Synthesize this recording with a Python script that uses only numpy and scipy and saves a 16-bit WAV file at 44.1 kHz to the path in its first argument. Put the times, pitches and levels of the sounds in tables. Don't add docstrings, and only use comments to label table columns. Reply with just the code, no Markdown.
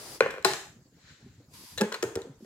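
import sys
import numpy as np
from scipy import signal
from scipy.fft import rfft, irfft
from scipy.io import wavfile
from scipy.ndimage import uniform_filter1d

SR = 44100
rng = np.random.default_rng(int(sys.argv[2]) if len(sys.argv) > 2 else 0)


def how_loud(loudness_db):
    steps = np.asarray(loudness_db, float) / 20
    return 10 ** steps


def transcribe(signal):
    frames = np.atleast_2d(signal).T
    limited = np.clip(frames, -1, 1)
    pcm = np.round(limited * 32767).astype(np.int16)
    wavfile.write(sys.argv[1], SR, pcm)


N = 108045
SPAN = 6000


def evened(x):
    return x / np.sqrt(np.mean(x ** 2) + 1e-20)


def read(points, hz):
    f, value = np.transpose(points)
    return np.interp(np.log(hz + 1), np.log(f + 1), value)


def add(mix, s, sound):
    part = mix[..., round(s * SR):][..., :sound.shape[-1]]
    part += sound[..., :part.shape[-1]]


def butter(x, order, hz, kind):
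    return signal.sosfilt(signal.butter(order, hz, kind, fs=SR, output="sos"), x)


# f/Hz, level/dB
TICK = [(500, -10), (1500, 3), (4500, -2.5), (7600, -0.5), (9500, -11), (13500, -11.5), (16500, -25.5)]


def struck(hits, modes, setting):
    ring_db, trim_db, cycles, lean_db, free_s = setting
    tick_t60_s, soft_share = 0.013, 0.65
    choke_db, choke_s, choke_hz = -17, 0.0025, 750
    port_rad, side_hz = 1.85, 950
    mono, t = np.zeros(N), np.arange(SPAN) / SR
    hz, db, t60 = np.transpose(modes)[:, :, None]
    colour = how_loud(read(TICK, np.fft.rfftfreq(SPAN, 1 / SR)))
    choke_share = 1 / (1 + (hz / choke_hz) ** 4)
    choke = how_loud(choke_db * np.clip((t - free_s) / choke_s, 0, 1) * choke_share)
    attack = (1 - np.exp(-t * hz / cycles)) ** 2
    hardest_db = max(tick_db - blow_db for _, blow_db, tick_db in hits)
    for s, blow_db, tick_db in hits:
        treble = np.clip(np.log2(hz / 500) / 3, 0, 1)
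        soft_db = soft_share * (tick_db - blow_db - hardest_db) * treble
        luck = rng.standard_normal((len(modes), 2, 1))
        level = how_loud(db + soft_db + 1.5 * luck[:, 0] - 60 * t / t60)
        ring = level * np.sin(2 * np.pi * hz * (1 + 0.01 * luck[:, 1]) * t)
        ring = ring * attack * choke
        tick = evened(irfft(rfft(rng.standard_normal(SPAN)) * colour))
        add(mono, s, how_loud(blow_db + ring_db) * ring.sum(0))
        add(mono, s, how_loud(tick_db + trim_db - 60 * t / tick_t60_s) * tick)
    mono = butter(mono, 4, 0.8 * hz.min(), "high")
    f, side = np.fft.rfftfreq(N, 1 / SR), np.array([[0.5], [-0.5]])
    phase = np.exp(1j * side * port_rad * f ** 2 / (f ** 2 + side_hz ** 2))
    lean = how_loud(side * lean_db * f / (f + 2500))
    return irfft(rfft(mono) * phase * lean, N)


# t/s, blow level/dB, tick level/dB
LID_HITS = [(0.2058, 0, -28), (0.215, -15.5, -50.5), (0.223, -16, -43), (0.232, -17, -52.5),
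            (.241, -22.5, -53), (.251, -22, -56.5), (0.2605, -11, -49), (.269, -26, -56.5),
            (0.277, -24.5, -57.5), (0.287, -22, -60.5), (.299, -34.5, -59), (0.305, -26, -45.5),
            (0.309, -36, -39), (0.339, -22, -54.5), (.35, -36.5, -60), (0.3615, -26, -62.5),
            (.373, -25, -64), (0.381, -23, -57), (.393, -34, -67.5), (.426, -48.5, -49)]
# f/Hz, level/dB, t60/s
LID_MODES = [(443.3, -6, 0.04), (508, -3, 0.03), (1060, -4, 0.025), (1494, 4.5, 0.018), (2110, 3, 0.01),
             (2374, 3, 0.017), (3300, -4.5, .008), (4100, -2, 0.016)]
LID_SET = (0.7, 3.5, 1.05, 5, 0.33)


def lid():
    return struck(LID_HITS, LID_MODES, LID_SET)


# t/s, blow level/dB, tick level/dB
TRAY_HITS = [
    (.4435, -24.5, -70),
    (.4475, -4.5, -14),
    (.4502, -10, -18.5),
    (.4608, -18.5, -39),
    (.476, -22, -40),
    (.483, -23, -42),
    (.491, -19, -40),
    (.502, -23, -43),
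    (.513, -23, -32.5),
    (.535, -25.5, -30),
]
# f/Hz, level/dB, t60/s
TRAY_MODES = [(385.7, 4, 0.13), (422, 0.5, 0.09), (530, -3.5, 0.065), (690.6, -1.5, 0.059),
              (831, -1.5, 0.051), (1061, -3, 0.037), (1217, -3, 0.021), (1411, -4.5, 0.042),
              (1861, -10.5, 0.069), (2560, -14, .02), (4127, -4, 0.031), (4280, -6, 0.02),
              (5060, -17.5, 0.059)]
TRAY_SET = (-4.5, 2, 0.38, 12, -0.17)


def tray():
    return struck(TRAY_HITS, TRAY_MODES, TRAY_SET)


# t/s, blow level/dB, tick level/dB
PEG_HITS = [
    (1.7765, -18, -39.5),
    (1.779, -24, -36),
    (1.782, -31, -33),
    (1.789, -25, -41),
    (1.796, -38.5, -56),
    (2.218, -40, -49.5),
]
# f/Hz, level/dB, t60/s
PEG_MODES = [(502, -1, 0.024), (1706, -8.5, .04), (1816, -7, 0.083), (2800, -8, 0.03), (3770, 2, 0.032),
             (4050, 1, 0.039), (7100, -10.5, 0.02)]
PEG_SET = (-1.5, 5.5, 1.4, 9, 2.5)


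def pegs():
    return struck(PEG_HITS, PEG_MODES, PEG_SET)


# t/s, blow level/dB, tick level/dB
BOARD_HITS = [
    (1.8015, -31, -55),
    (1.8065, -17.5, -47),
    (1.811, -18, -27.5),
    (1.816, -11.5, -29),
    (1.8255, -19.5, -52),
    (1.8355, -25, -47),
    (1.8405, -22, -48),
]
# f/Hz, level/dB, t60/s
BOARD_MODES = [(199.6, 1, 0.042), (420, -0.5, 0.034), (487, -3, 0.065), (866, -12, 0.055),
               (1324, -8, 0.018), (1682, -8, 0.046), (2666, -14.5, 0.035)]
BOARD_SET = (0.2, 8.6, 0.65, 1.9, 0.015)


def board():
    return struck(BOARD_HITS, BOARD_MODES, BOARD_SET)


# t/s, blow level/dB, tick level/dB
BOX_HITS = [(2.026, -42, -30.5), (2.029, -20.5, -29), (2.0375, -20.5, -36), (2.05, -33, -55),
            (2.057, -37, -53), (2.068, -39, -55), (2.075, -39.5, -55), (2.087, -34, -66), (2.097, -43, -56),
            (2.114, -43, -68), (2.123, -37.5, -70), (2.148, -40, -76), (2.155, -35.5, -32),
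            (2.159, -24, -38.5), (2.172, -23.5, -51), (2.19, -36, -54), (2.2, -39, -60), (2.211, -35, -65),
            (2.252, -37.5, -79), (2.446, -44.5, -63)]
# f/Hz, level/dB, t60/s
BOX_MODES = [(191, -10, 0.074), (398, -2, 0.074), (439.5, 4, 0.038), (539, -9, 0.05), (874, -5.5, 0.021),
             (1420, -9, 0.062), (1819, -1.5, 0.039)]
BOX_SET = (0.24, 5.6, 0.65, 4.3, 0.0072)


def box():
    return struck(BOX_HITS, BOX_MODES, BOX_SET)


# t/s, blow level/dB, tick level/dB
SLIDE_HITS = [
    (1.9195, -26, -49),
    (1.9245, -32, -33.5),
    (1.931, -34, -57),
    (1.937, -37, -48),
    (1.9425, -29.5, -33),
    (1.9455, -31.5, -36),
    (1.95, -35, -39.5),
    (1.957, -33.5, -52),
    (1.964, -47, -52),
    (1.972, -42, -61),
]
# f/Hz, level/dB, t60/s
SLIDE_MODES = [(462, -2, 0.034), (1060, -1, .02), (1468, 0, 0.035), (1930, -8, 0.03), (2980, -10, 0.026),
               (4140, -0.5, 0.016)]
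SLIDE_SET = (3.3, 4.9, 0.64, 5.1, 0.0066)


def slide():
    return struck(SLIDE_HITS, SLIDE_MODES, SLIDE_SET)


# t/s, level/dB, f/Hz
STEPS = [(0.809, -60.5, 183.3), (0.854, -58, 278), (0.944, -59, 169), (1.222, -54.5, 137),
         (1.244, -48.5, 125), (1.26, -47, 216), (1.379, -52, 119.4), (1.401, -50.5, 270),
         (1.479, -55.5, 135), (2.269, -42.5, 270.6), (2.293, -42, 153.4), (2.405, -50.5, 287),
         (2.422, -42.5, 223)]
# t/s, level/dB, f/Hz
BOOMS = [
    (.452, -37.5, 165),
    (0.509, -45, 133.5),
    (2.044, -42, 122),
    (2.16, -43, 113),
]


def floor():
    step_cycles, step_db, attack_s = 14.8, 7.5, 0.0029
    out, t = np.zeros(N), np.arange(SPAN) / SR
    ratio, share = np.array([[0.75], [1], [1.8]]), np.array([[0.45], [1], [0.45]])
    for s, db, hz in [*STEPS, *BOOMS]:
        tune, turn = rng.random((2, 3, 1))
        cycles = np.sin(2 * np.pi * (hz * ratio * (0.899 + 0.22 * tune) * t + turn))
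        level = how_loud(db + step_db - 60 * t * hz / step_cycles) * (1 - np.exp(-t / attack_s))
        add(out, s, level * (cycles * share).sum(0))
    return np.array([out, out])


# f/Hz, correlation
SAME = [(60, 0.93), (380, .97), (1200, .45), (2600, 0.1), (15000, 0.05)]


def alike(left, other, hz):
    same = np.clip(read(SAME, hz), -1, 1)[:, None]
    return np.array([left, same * left + np.sqrt(1 - same ** 2) * other])


def hiss(shape, patchy_db, rings=()):
    frame, whistle_db = 512, 5
    hz = np.fft.rfftfreq(frame, 1 / SR)
    a, b, c, d, patches = rng.standard_normal((N // 128 + 5, 257, 5)).T
    patches = uniform_filter1d(patches, size=5, axis=0)
    patches = evened(uniform_filter1d(patches, size=12, axis=1))
    db = read(shape, hz)
    for f, width, _ in rings:
        db = db + whistle_db * np.exp(-((hz - f) / (width + 60)) ** 2)
    z = alike(a + 1j * b, c + 1j * d, hz) * how_loud(db[:, None] + patchy_db * patches)
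    both = signal.istft(z, nperseg=frame, noverlap=384)[1][:, :N]
    return both / np.sqrt(np.mean(both.mean(0) ** 2))


def sniff(effort, nose, rings, lean_db):
    s, db = np.transpose(effort)
    times = [s[0] - 0.03, *s, s[-1] + 0.052]
    levels = [-85, *db, -72 - 20 * (s[0] > 0.5)]
    level = np.interp(np.arange(N) / SR, times, levels, right=-95)
    return hiss(nose, 0.5, rings) * how_loud(level) * how_loud([[lean_db / 2], [-lean_db / 2]])


# t/s, level/dB
SNIFF_A = [(0.0, -47), (0.156, -46), (0.175, -51)]
SNIFF_B = [(.92, -80), (1.0, -68), (1.1, -57), (1.2, -66), (1.45, -74.5)]
SNIFF_C = [(1.48, -81), (1.533, -61.5), (1.538, -54), (1.72, -53), (1.77, -58)]
SNIFF_D = [(2.38, -77.5), (2.42, -70), (2.45, -67)]
# f/Hz, level/dB
NOSE_A = [(35, -30), (60, 2.5), (194, -13.5), (311, -2.5), (2900, -12.5), (4970, -8.5), (9370, -12.5),
          (15300, -18), (16500, -25.5)]
NOSE_B = [(470, -51), (800, -24.5), (1630, -4.5), (2560, -11), (4040, -11), (6780, -15.5), (9000, -29.5),
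          (11700, -59), (19800, -120)]
NOSE_C = [(350, -62.5), (600, -23), (961, -6), (1340, -9.5), (5070, -3), (8830, -7.5), (10900, -6.5),
          (15600, -16.5), (16500, -27.5)]
# f/Hz, width/Hz, boost/dB (unused)
RING_A = [(4900, 300, 0), (10000, 670, -2)]
RING_B = [(4080, 300, 0), (7100, 550, -4)]
RING_C = [(1000, 66, -2), (4860, 240, 0), (11600, 780, -6)]


def noses():
    return (sniff(SNIFF_A, NOSE_A, RING_A, lean_db=2) + sniff(SNIFF_B, NOSE_B, RING_B, lean_db=2.3)
            + sniff(SNIFF_C, NOSE_C, RING_C, lean_db=1) + sniff(SNIFF_D, NOSE_C, RING_C, lean_db=1))


def flutter(x):
    flutter_hz, share = 700, 0.92
    top = butter(x, 2, 550, "high")
    shake = evened(butter(rng.standard_normal(N), 2, flutter_hz, "low"))
    return x - top + top * (np.sqrt(1 - share) + np.sqrt(share) * shake)


# f/Hz, t60/s
ROOM = [(150, 0.33), (400, 0.42), (2000, 0.5), (14000, 0.47)]
# f/Hz, level/dB
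WET = [(200, -16), (420, -13), (800, -9), (2000, -9), (3200, -8.5), (4500, -12), (7500, -7), (11000, -10.5)]


def room(x):
    hush_s, hush_db_per_s = 0.23, 109.5
    lean_db = 1.5
    taps, at = np.zeros((2, SR)), np.arange(200, SR - 20, 20)
    shape = (2, len(at))
    np.put_along_axis(taps, at + rng.integers(0, 20, shape), rng.choice([-1., 1.], shape), 1)
    hz, t, z = signal.stft(taps, SR, nperseg=256)
    z = z * how_loud(-60 * t / read(ROOM, hz)[:, None] - hush_db_per_s * np.maximum(t - hush_s, 0))
    z = alike(z[0], z[1], hz)
    z = z / np.sqrt((abs(z) ** 2).mean((0, 2), keepdims=True))
    side = np.array([0.5, -0.5])[:, None, None]
    z = z * how_loud(lean_db * side * (hz / (hz + 2500))[:, None])
    tail = signal.istft(z * how_loud(read(WET, hz))[:, None], SR, nperseg=256)[1]
    flat = signal.istft(z, SR, nperseg=256)[1]
    return signal.fftconvolve(x[:1], tail / np.linalg.norm(flat[0]), axes=1)[:, :N]


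# f/Hz, level/dB
AIR = [(25, -14.5), (87, 4.5), (288, -3.5), (633, -15), (3000, -29), (7600, -20.5), (8600, -39.5),
       (15500, -32.5)]


def air():
    return how_loud(-59) * hiss(AIR, patchy_db=4.8)


def scene():
    slam = tray()
    near = lid() + pegs() + board() + box() + slide() + floor()
    echo = room(flutter(near + how_loud(3) * slam))
    return near + slam + echo + noses() + air()


def band_limit(x):
    return signal.sosfilt(signal.butter(12, 16620, fs=SR, output="sos"), x)


def record(dry):
    edge_hz, mic_low_hz = 16000, 60
    edge = signal.firwin(255, edge_hz, window=("kaiser", 9), fs=SR)
    mix = signal.oaconvolve(dry, edge[None], "same")
    mix = butter(mix, 2, mic_low_hz, "high")
    return band_limit(mix)


dry = scene()
out = record(dry)
transcribe(out)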